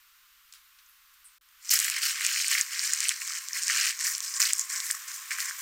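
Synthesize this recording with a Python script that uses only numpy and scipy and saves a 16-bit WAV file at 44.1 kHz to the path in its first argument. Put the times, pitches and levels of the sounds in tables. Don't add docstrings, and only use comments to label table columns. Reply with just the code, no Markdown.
import sys
import numpy as np
from scipy import signal
from scipy.fft import rfft, irfft
from scipy.io import wavfile
from scipy.ndimage import uniform_filter1d

SR = 44100
rng = np.random.default_rng(int(sys.argv[2]) if len(sys.argv) > 2 else 0)


def master(y):
    cut = np.clip(np.atleast_2d(y).T, -1, 1)
    pcm = np.round(cut * 32767)
    wavfile.write(sys.argv[1], SR, pcm.astype(np.int16))


N = 247401
TIME = np.arange(N) / SR

# start_s, hiss_db, rumble_db
BACKGROUND_LEVELS = [(0, -54, -81), (1.36, -53.5, -82), (1.42, -56.5, -82), (1.62, -52, -84),
                     (1.7, -45.5, -86), (3.2, -47, -96), (3.95, -44.5, -102), (4.15, -45, -102),
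                     (5.61, -38.5, -102)]
# from_s, to_s
HUSH_GAP = (1.383, 1.411)
# start_s, level_db, pitch_hz, width_octaves, decay_s
FAINT_TICKS = [(0.525, -39.5, 5260, 0.77, 0.0024), (0.537, -42, 4800, 1.1, 0.0027),
               (0.544, -51.5, 3870, 1.3, .035), (0.787, -54.5, 2620, 1.1, 0.015),
               (0.861, -55, 6500, 0.13, .005), (0.888, -59, 11600, .08, 0.033),
               (1.139, -52.5, 14600, 1.6, 0.006), (1.244, -54, 10000, 0.24, 0.013),
               (1.252, -50.5, 8740, 0.13, 0.031), (1.488, -55, 5000, 1.1, .003)]
# start_s, rise_s, hold_s,
# rice_squeeze_db, film_crinkle_db, film_slide_db,
# cupping (0 = flat on the dry flakes .. 1 = closed deep in the rice)
FINGER_PRESSES = [(1.609, .02, .01, -63, -51.5, -62, 0.54), (1.641, .008, 0.05, -57, -43.5, -55, 0.44),
                  (1.701, 0.012, 0.025, -38.5, -24, -24.5, 0.077),
                  (1.721, 0.011, 0.0061, -30.5, -34, -30, 0.25),
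                  (1.778, 0.041, 0.055, -36, -33.5, -35, 0.1),
                  (1.898, 0.023, 0.065, -36.5, -36.5, -46, .05),
                  (2.007, 0.019, 0.077, -36.5, -30, -35.5, 0.069),
                  (2.106, 0.038, 0.065, -40, -40, -54, 0.14), (2.191, 0.035, 0.086, -36, -33, -40.5, 0.032),
                  (2.308, 0.037, 0.18, -41, -31, -41, 0.043),
                  (2.499, 0.011, 0.083, -31, -30.5, -35.5, 0.19),
                  (2.676, 0.069, 0.028, -38, -36, -47.5, 0.3), (2.77, 0.055, .15, -39, -30.5, -44, 0.32),
                  (2.959, 0.078, 0.083, -39.5, -34, -44, .05), (3.168, 0.051, 0.059, -49.5, -37, -49, 0.48),
                  (3.249, 0.048, 0.085, -43, -36, -52, 0.54), (3.338, .015, 0.022, -43, -45.5, -53, 0.59),
                  (3.527, 0.032, .025, -36, -32.5, -40, 0.5), (3.601, 0.028, 0.06, -51, -32.5, -48, 0.59),
                  (3.658, 0.043, 0.066, -32.5, -30, -44, 0.17), (3.737, 0.047, 0.11, -32, -28.5, -40, 0.13),
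                  (3.98, 0.031, 0.055, -40, -30, -47, 0.51), (4.035, 0.038, .03, -39, -31.5, -35, 0.7),
                  (4.119, .01, 0.013, -44, -34, -51, 0.52), (4.215, 0.017, 0.068, -52, -34, -46, 0.57),
                  (4.315, 0.048, 0.014, -44.5, -33, -51, 1), (4.396, 0.0055, 0.032, -31, -25.5, -34, 0.51),
                  (4.442, 0.019, 0.041, -39, -31.5, -39.5, 0.055),
                  (4.52, 0.072, 0.011, -51, -31.5, -44, 0.87), (4.687, 0.017, 0.089, -41, -33, -45, 0.86),
                  (4.797, 0.065, 0.049, -44, -36.5, -39.5, 0.6),
                  (4.919, 0.01, 0.014, -51, -42.5, -44.5, 0.83),
                  (5.071, 0.01, 0.0092, -43.5, -40.5, -49, 0.75),
                  (5.118, 0.022, 0.012, -69, -39, -45.5, 0.72), (5.304, 0.004, 0.029, -35, -35, -46, 0.48),
                  (5.37, 0.029, 0.02, -36.5, -34, -37.5, 0.53), (5.431, 0.022, 0.044, -41.5, -36.5, -54, 1),
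                  (5.566, 0.023, 0.035, -49.5, -43, -44.5, 1)]
# rice_squeeze_db, film_crinkle_db, film_slide_db
RESTING_LEVELS = (-47.5, -41.5, -49.5)
# peak_s, level_db, pitch_hz, length_ms
PLACED_SNAPS = [(1.692, -16, 6400, .5), (1.6943, -10.5, 5800, 0.48), (1.712, -7, 5140, 0.45),
                (1.7568, -10, 5240, 1), (1.7905, -2, 7100, 0.15), (1.801, -2, 7500, 0.17),
                (1.8456, -7, 6900, 0.18), (1.9, -2, 7400, 0.13), (2.25, -8, 6950, 0.15),
                (2.2653, -3.5, 7400, 0.29), (2.4826, -6, 8400, 0.2), (2.5155, -9.5, 7500, .6),
                (2.585, -8.5, 6650, .18), (2.612, -2, 7240, 0.26), (2.7938, -8.5, 5030, 0.46),
                (2.9353, -3.5, 7170, 0.34), (3.005, -3.5, 6700, 0.16), (3.0416, -9, 7700, .27),
                (3.0855, -6.5, 8660, 0.4), (3.0923, -0.5, 7100, 0.18), (3.4859, -12.5, 6700, 0.22),
                (3.5324, -12, 5730, 0.5), (3.635, -9.5, 7440, 0.24), (3.6816, -3.5, 6400, 0.24),
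                (3.894, -11.5, 7040, 0.5), (3.9915, -15, 6450, 0.35), (4.0686, -10.5, 5800, .5),
                (4.151, -12, 5470, .49), (4.181, -9, 8800, 0.11), (4.205, -9, 6300, 0.2),
                (4.34, -15.5, 5450, 0.5), (4.4028, -6.5, 7300, 0.44), (4.4183, -3.5, 5450, 0.48),
                (4.4274, -6.5, 5370, 0.26), (4.454, -11.5, 4360, .65), (4.5334, 0, 7450, 0.34),
                (4.595, -5, 6850, 0.35), (4.803, -9, 5770, 0.15), (4.912, -3, 8100, 0.25),
                (5.1171, -18, 5970, .14), (5.404, -7.5, 5530, 0.15)]
# peak_s, level_db, pitch_hz
PLACED_SMACKS = [(1.881, -15.5, 1990), (2.2095, -14.5, 2050), (2.291, -13.5, 2660), (2.3618, -15, 2180),
                 (2.3735, -14.5, 2400), (2.402, -14, 2430), (2.4453, -14, 2300), (2.5517, -11, 2150),
                 (2.5802, -14.5, 2250), (3.0545, -14, 2530), (3.0932, -10.5, 3350), (3.1083, -16, 2250),
                 (3.116, -15, 2220), (3.2182, -18.5, 2250), (3.306, -26.5, 1300), (3.6991, -10, 1940),
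                 (3.8389, -15, 2310), (4.402, -17, 1680), (4.5066, -15, 2400), (4.9028, -16, 1890),
                 (4.947, -29, 1230), (5.3158, -16, 1860), (5.3863, -19, 1750), (5.51, -20, 1690)]

# pitch_hz, density_db
HISS_COLOUR = [(600, 15), (1100, 0.5), (1400, 2.5), (1800, -0.5), (3000, -1), (5000, -4), (8500, -7),
               (11000, -8.5), (15000, 0), (16000, -22.5)]
# pitch_hz, density_db
RUMBLE_COLOUR = [(15, -6.5), (33, -4), (55, -5), (80, -21.5), (120, -24), (170, -23.5), (500, -44),
                 (1000, -52)]
# pitch_hz, density_db
LOW_FLOOR_COLOUR = [(30, -5.5), (90, 2.5), (160, -4), (300, -2), (450, 1), (620, -3), (1200, -23.5)]
# pitch_hz, density_db
RICE_OPEN = [(700, -15), (940, -38), (1050, -11.5), (1300, -7.5), (1600, -2.5), (2300, -1.5), (2750, -8),
             (3200, -11), (6000, -39.5)]
# pitch_hz, density_db
RICE_CLOSED = [(700, -27), (940, -19), (1050, -18), (1370, -9), (1600, -0.5), (1820, 2), (2050, -2),
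               (2350, -3), (2650, -19), (3600, -17.5), (6000, -25)]
# pitch_hz, density_db
FLAKES_COLOUR = [(1500, -22), (2400, -1), (2900, 3), (3550, -5.5), (4300, -0.5), (5200, -15.5), (7000, -7)]
# pitch_hz, density_db
FILM_OPEN = [(1500, -26), (3000, -25), (3750, -11), (4250, -3), (5200, 1), (6200, -2), (7500, -3.5),
             (8800, -6), (9500, -8.5), (10100, -25.5), (16000, -33)]
# pitch_hz, density_db
FILM_CLOSED = [(1500, -33.5), (3700, -22), (4650, -16), (5050, -6), (6200, -5.5), (7000, -4.5), (7450, -4),
               (7900, -8), (9400, -13), (9900, -27), (16000, -22.5)]
# pitch_hz, density_db
SLIDE_COLOUR = [(3000, -16), (7000, 3.5), (10000, -2), (11500, -2), (13500, 1), (16000, -4)]

SAG_DB_PER_S, RELEASE_S = 17, 0.036
TOUCH_S, APPROACH_DB_PER_S, SETTLE_DB_PER_S = 1.72, 230, 1.5
RESTING_CUP, DIG_PER_S = 0.29, 0.12
SMOOTH_SHARE = 0.17
FLAKES_CUPPED_DB = -20
HOLLOW_DB, HOLLOW_CUPPED_DB, HOLLOW_FOLLOW = -47.5, 15.5, 0.41
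STRAY_DB, STRAY_SPREAD_DB = 11, 10.5
KITCHEN_DB, KITCHEN_T60_S = -21, 0.43
LOW_CUT_HZ, STEP_HZ, STEP_DB = 900, 1020, -13
EDGE_HZ = 16000


def amp(db):
    return 10 ** (np.asarray(db) / 20)


def unit(x):
    return x / np.sqrt(np.mean(x ** 2) + 1e-20)


def add(mix, s, sound):
    part = mix[max(round(s * SR), 0):][:len(sound)]
    part += sound[:len(part)]


def curves(rows):
    s, *columns = np.transpose(rows)
    return [np.interp(TIME, s, column) for column in columns]


def colour(x, spectrum, size=2048):
    hz, db = np.transpose(spectrum)
    filter_hz = abs(np.fft.fftfreq(size, 1 / SR)) + 1
    log_gain = np.log(amp(np.interp(np.log(filter_hz), np.log(hz), db)))
    minimum_phase = np.exp(np.conj(signal.hilbert(log_gain)))
    taps = np.fft.ifft(minimum_phase).real[:size // 2]
    return unit(signal.oaconvolve(x, taps)[:N])


def hiss():
    return colour(rng.standard_normal(N), HISS_COLOUR) * amp(curves(BACKGROUND_LEVELS)[0])


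def rumble():
    changing = colour(rng.standard_normal(N), RUMBLE_COLOUR, size=16384) * amp(curves(BACKGROUND_LEVELS)[1])
    even = colour(rng.standard_normal(N), LOW_FLOOR_COLOUR) * amp(-95.5)
    return changing + even


def ticks(size=8192):
    out = np.zeros(N)
    t = np.arange(size) / SR
    f = np.fft.rfftfreq(size, 1 / SR)
    for s, db, hz, octaves, decay_s in FAINT_TICKS:
        band = np.exp(-0.5 * (np.log2((f + 1) / hz) / octaves) ** 2)
        puff = unit(irfft(rfft(rng.standard_normal(size)) * band))
        add(out, s, amp(db) * puff * np.exp(-t / decay_s))
    return out


def contact_db():
    return APPROACH_DB_PER_S * np.minimum(TIME - TOUCH_S, 0)


def pressing():
    since_touch = TIME - TOUCH_S
    resting_db = np.array(RESTING_LEVELS)[:, None] + contact_db() - SETTLE_DB_PER_S * since_touch
    power = amp(resting_db) ** 2
    cupping = power[1] * (RESTING_CUP + DIG_PER_S * since_touch)
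    t = np.arange(SR // 2) / SR
    for s, rise_s, hold_s, rice_db, film_db, slide_db, cup in FINGER_PRESSES:
        held = np.maximum(t - rise_s, 0)
        release = np.exp(-np.maximum(held - hold_s, 0) / RELEASE_S)
        shape = np.minimum(t / rise_s, 1) * amp(-SAG_DB_PER_S * held) * release
        for layer, db in zip(power, (rice_db, film_db, slide_db)):
            add(layer, s, (amp(db) * shape) ** 2)
        add(cupping, s, cup * (amp(film_db) * shape) ** 2)
    return *(10 * np.log10(power)), np.clip(cupping / power[1], 0, 1)


def click(hz, rise_s, phase, size=256):
    t = np.arange(size) / SR
    u = t / rise_s
    return u ** 2 * np.exp(2 - 2 * u) * np.cos(2 * np.pi * hz * (t - rise_s) + phase)


def steady(x, size=2200):
    slow_power = abs(uniform_filter1d(unit(x) ** 2, size))
    return unit(x / np.sqrt(slow_power + 0.05))


def swarm(lo_hz, hi_hz, per_s, spread_db, rise_cycles, count=30):
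    out = np.zeros(N)
    for hz in np.geomspace(lo_hz, hi_hz, count):
        chance = rng.random(N)
        size = np.minimum(rng.exponential(1, N), 4)
        train = (chance < per_s / count / SR) * amp(spread_db * size)
        patch = click(hz, rise_cycles / hz, rng.uniform(0, 2 * np.pi))
        out += hz ** 1.5 * signal.oaconvolve(train, patch)[:N]
    rubbing = rng.standard_normal(N)
    return np.sqrt(1 - SMOOTH_SHARE) * steady(out) + np.sqrt(SMOOTH_SHARE) * rubbing


def cupped(x, open_spectrum, closed_spectrum, cup):
    return (1 - cup) * colour(x, open_spectrum) + cup * colour(x, closed_spectrum)


def stick_slip(rate_hz, depth_db):
    slow_pass = signal.butter(2, rate_hz, fs=SR, output="sos")
    jerks = signal.sosfilt(slow_pass, rng.standard_normal(N))
    return steady(amp(depth_db * unit(jerks)), size=4400)


def kneading(squeeze_db, crinkle_db, slide_db, cup):
    squish = swarm(1147, 3750, per_s=1200, spread_db=1.0, rise_cycles=0.85)
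    rice = cupped(squish, RICE_OPEN, RICE_CLOSED, cup) * amp(squeeze_db + 0.03)
    crush = swarm(2550, 7000, per_s=1000, spread_db=2.5, rise_cycles=0.71)
    flakes_db = (squeeze_db + crinkle_db) / 2 + FLAKES_CUPPED_DB * cup
    flakes = colour(crush, FLAKES_COLOUR) * amp(flakes_db)
    crinkle = swarm(3790, 11150, per_s=2000, spread_db=1.5, rise_cycles=0.86)
    film = cupped(crinkle, FILM_OPEN, FILM_CLOSED, cup) * amp(crinkle_db + 0.43)
    rub = swarm(11000, 17000, per_s=1600, spread_db=-1.0, rise_cycles=0.36)
    slide = colour(rub, SLIDE_COLOUR) * amp(slide_db + 1.56)
    return (rice + flakes + film + slide) * stick_slip(rate_hz=59, depth_db=1.5)


def patchy(x, depth_db=1.5, size=512):
    overlap = size * 3 // 4
    z = signal.stft(x, SR, nperseg=size, noverlap=overlap)[2]
    across_pitch = uniform_filter1d(rng.standard_normal(z.shape), size=5, axis=0)
    patches = uniform_filter1d(across_pitch, size=10, axis=1)
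    gain = unit(amp(depth_db * unit(patches)))
    return signal.istft(z * gain, SR, nperseg=size, noverlap=overlap)[1][:N]


def hollow(squeeze_db, cup, hz=1075, width_hz=160):
    resonance = signal.iirpeak(hz, hz / width_hz, fs=SR)
    ring = rng.standard_normal(N)
    for _ in range(2):
        ring = signal.lfilter(*resonance, ring)
    level_db = HOLLOW_DB + HOLLOW_FOLLOW * squeeze_db + HOLLOW_CUPPED_DB * cup + contact_db()
    return unit(ring) * amp(level_db)


def strays(level_db, over_db, spread_db, hz, octaves, count):
    when, strength, pitch = rng.random((count, 3)).T
    s = TOUCH_S + (TIME[-1] - TOUCH_S) * (np.arange(count) + when) / count
    db = np.interp(s, TIME, level_db) + over_db + spread_db * strength ** 2
    return np.transpose([s, db, hz * 2 ** (octaves * (2 * pitch - 1))])


def snaps(crinkle_db, small_ms=0.22, rise_share=0.69, crack_db=-11, crack_hz=11500,
          shiver_db=-16, strain_s=0.00012, shiver_s=0.00074, size=512):
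    out = np.zeros(N)
    t = (np.arange(size) - size // 2) / SR
    capped_db = np.minimum(crinkle_db, -31)
    chance_snaps = strays(capped_db, STRAY_DB, STRAY_SPREAD_DB, hz=6440, octaves=0.57, count=150)
    small = [(*row, small_ms) for row in chance_snaps]
    for s, db, hz, length_ms in PLACED_SNAPS + small:
        rise_s = rise_share * length_ms / 1000
        phase = rng.uniform(0, 2 * np.pi)
        crack = amp(crack_db) * click(crack_hz, 0.31 / crack_hz, phase, size)
        add(out, s - rise_s, amp(db) * (click(hz, rise_s, phase, size) + crack))
        resonance = signal.iirpeak(min(hz, SR / 3), 2.2, fs=SR)
        ringing = unit(signal.lfilter(*resonance, rng.standard_normal(size)))
        shiver = ringing * np.exp(np.minimum(t / strain_s, -t / shiver_s))
        add(out, s + t[0], amp(db + shiver_db) * shiver)
    return amp(-2.8) * out


def smacks(squeeze_db, rise_cycles=1.2, tack_db=-6, tack_hz=4800, size=512):
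    out = np.zeros(N)
    capped_db = np.minimum(squeeze_db, -37)
    chance_smacks = strays(capped_db, over_db=7.5, spread_db=6.5, hz=2030, octaves=0.16, count=50)
    for s, db, hz in PLACED_SMACKS + list(chance_smacks):
        rise_s = rise_cycles / hz
        phase = rng.uniform(0, 2 * np.pi)
        tack = amp(tack_db) * click(tack_hz, 0.5 / tack_hz, phase, size)
        add(out, s - rise_s, amp(db) * (click(hz, rise_s, phase, size) + tack))
    return amp(-3.5) * out


def reflections(x, delay_s, t60, size=12000):
    t = np.arange(size) / SR
    taps = rng.standard_normal(size) * (t > delay_s) * np.exp(-np.log(1000) * t / t60)
    return signal.oaconvolve(x, taps / np.linalg.norm(taps))[:N]


def scene():
    hush = hiss() + ticks()
    hush *= (TIME < HUSH_GAP[0]) | (TIME > HUSH_GAP[1])
    squeeze_db, crinkle_db, slide_db, cup = pressing()
    rustle = patchy(kneading(squeeze_db, crinkle_db, slide_db, cup))
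    hands = rustle + snaps(crinkle_db) + smacks(squeeze_db)
    bowl = amp(-16) * reflections(hands, delay_s=0.0007, t60=0.02)
    kitchen = amp(KITCHEN_DB) * reflections(hands, delay_s=0.009, t60=KITCHEN_T60_S)
    return (hands + bowl + kitchen + hollow(squeeze_db, cup) + hush)[None]


def record(dry):
    low_cut = signal.butter(N=12, Wn=LOW_CUT_HZ, btype="high", fs=SR, output="sos")
    cut = signal.sosfilt(low_cut, dry)
    step = signal.firwin(1023, STEP_HZ, pass_zero=False, fs=SR)
    above = signal.oaconvolve(cut, step[None], "same")
    thin = above + amp(STEP_DB) * (cut - above)
    band_limit = signal.firwin(511, EDGE_HZ, window=("kaiser", 9), fs=SR)
    return signal.oaconvolve(thin + rumble(), band_limit[None], "same")


dry = scene()
out = record(dry)
master(out)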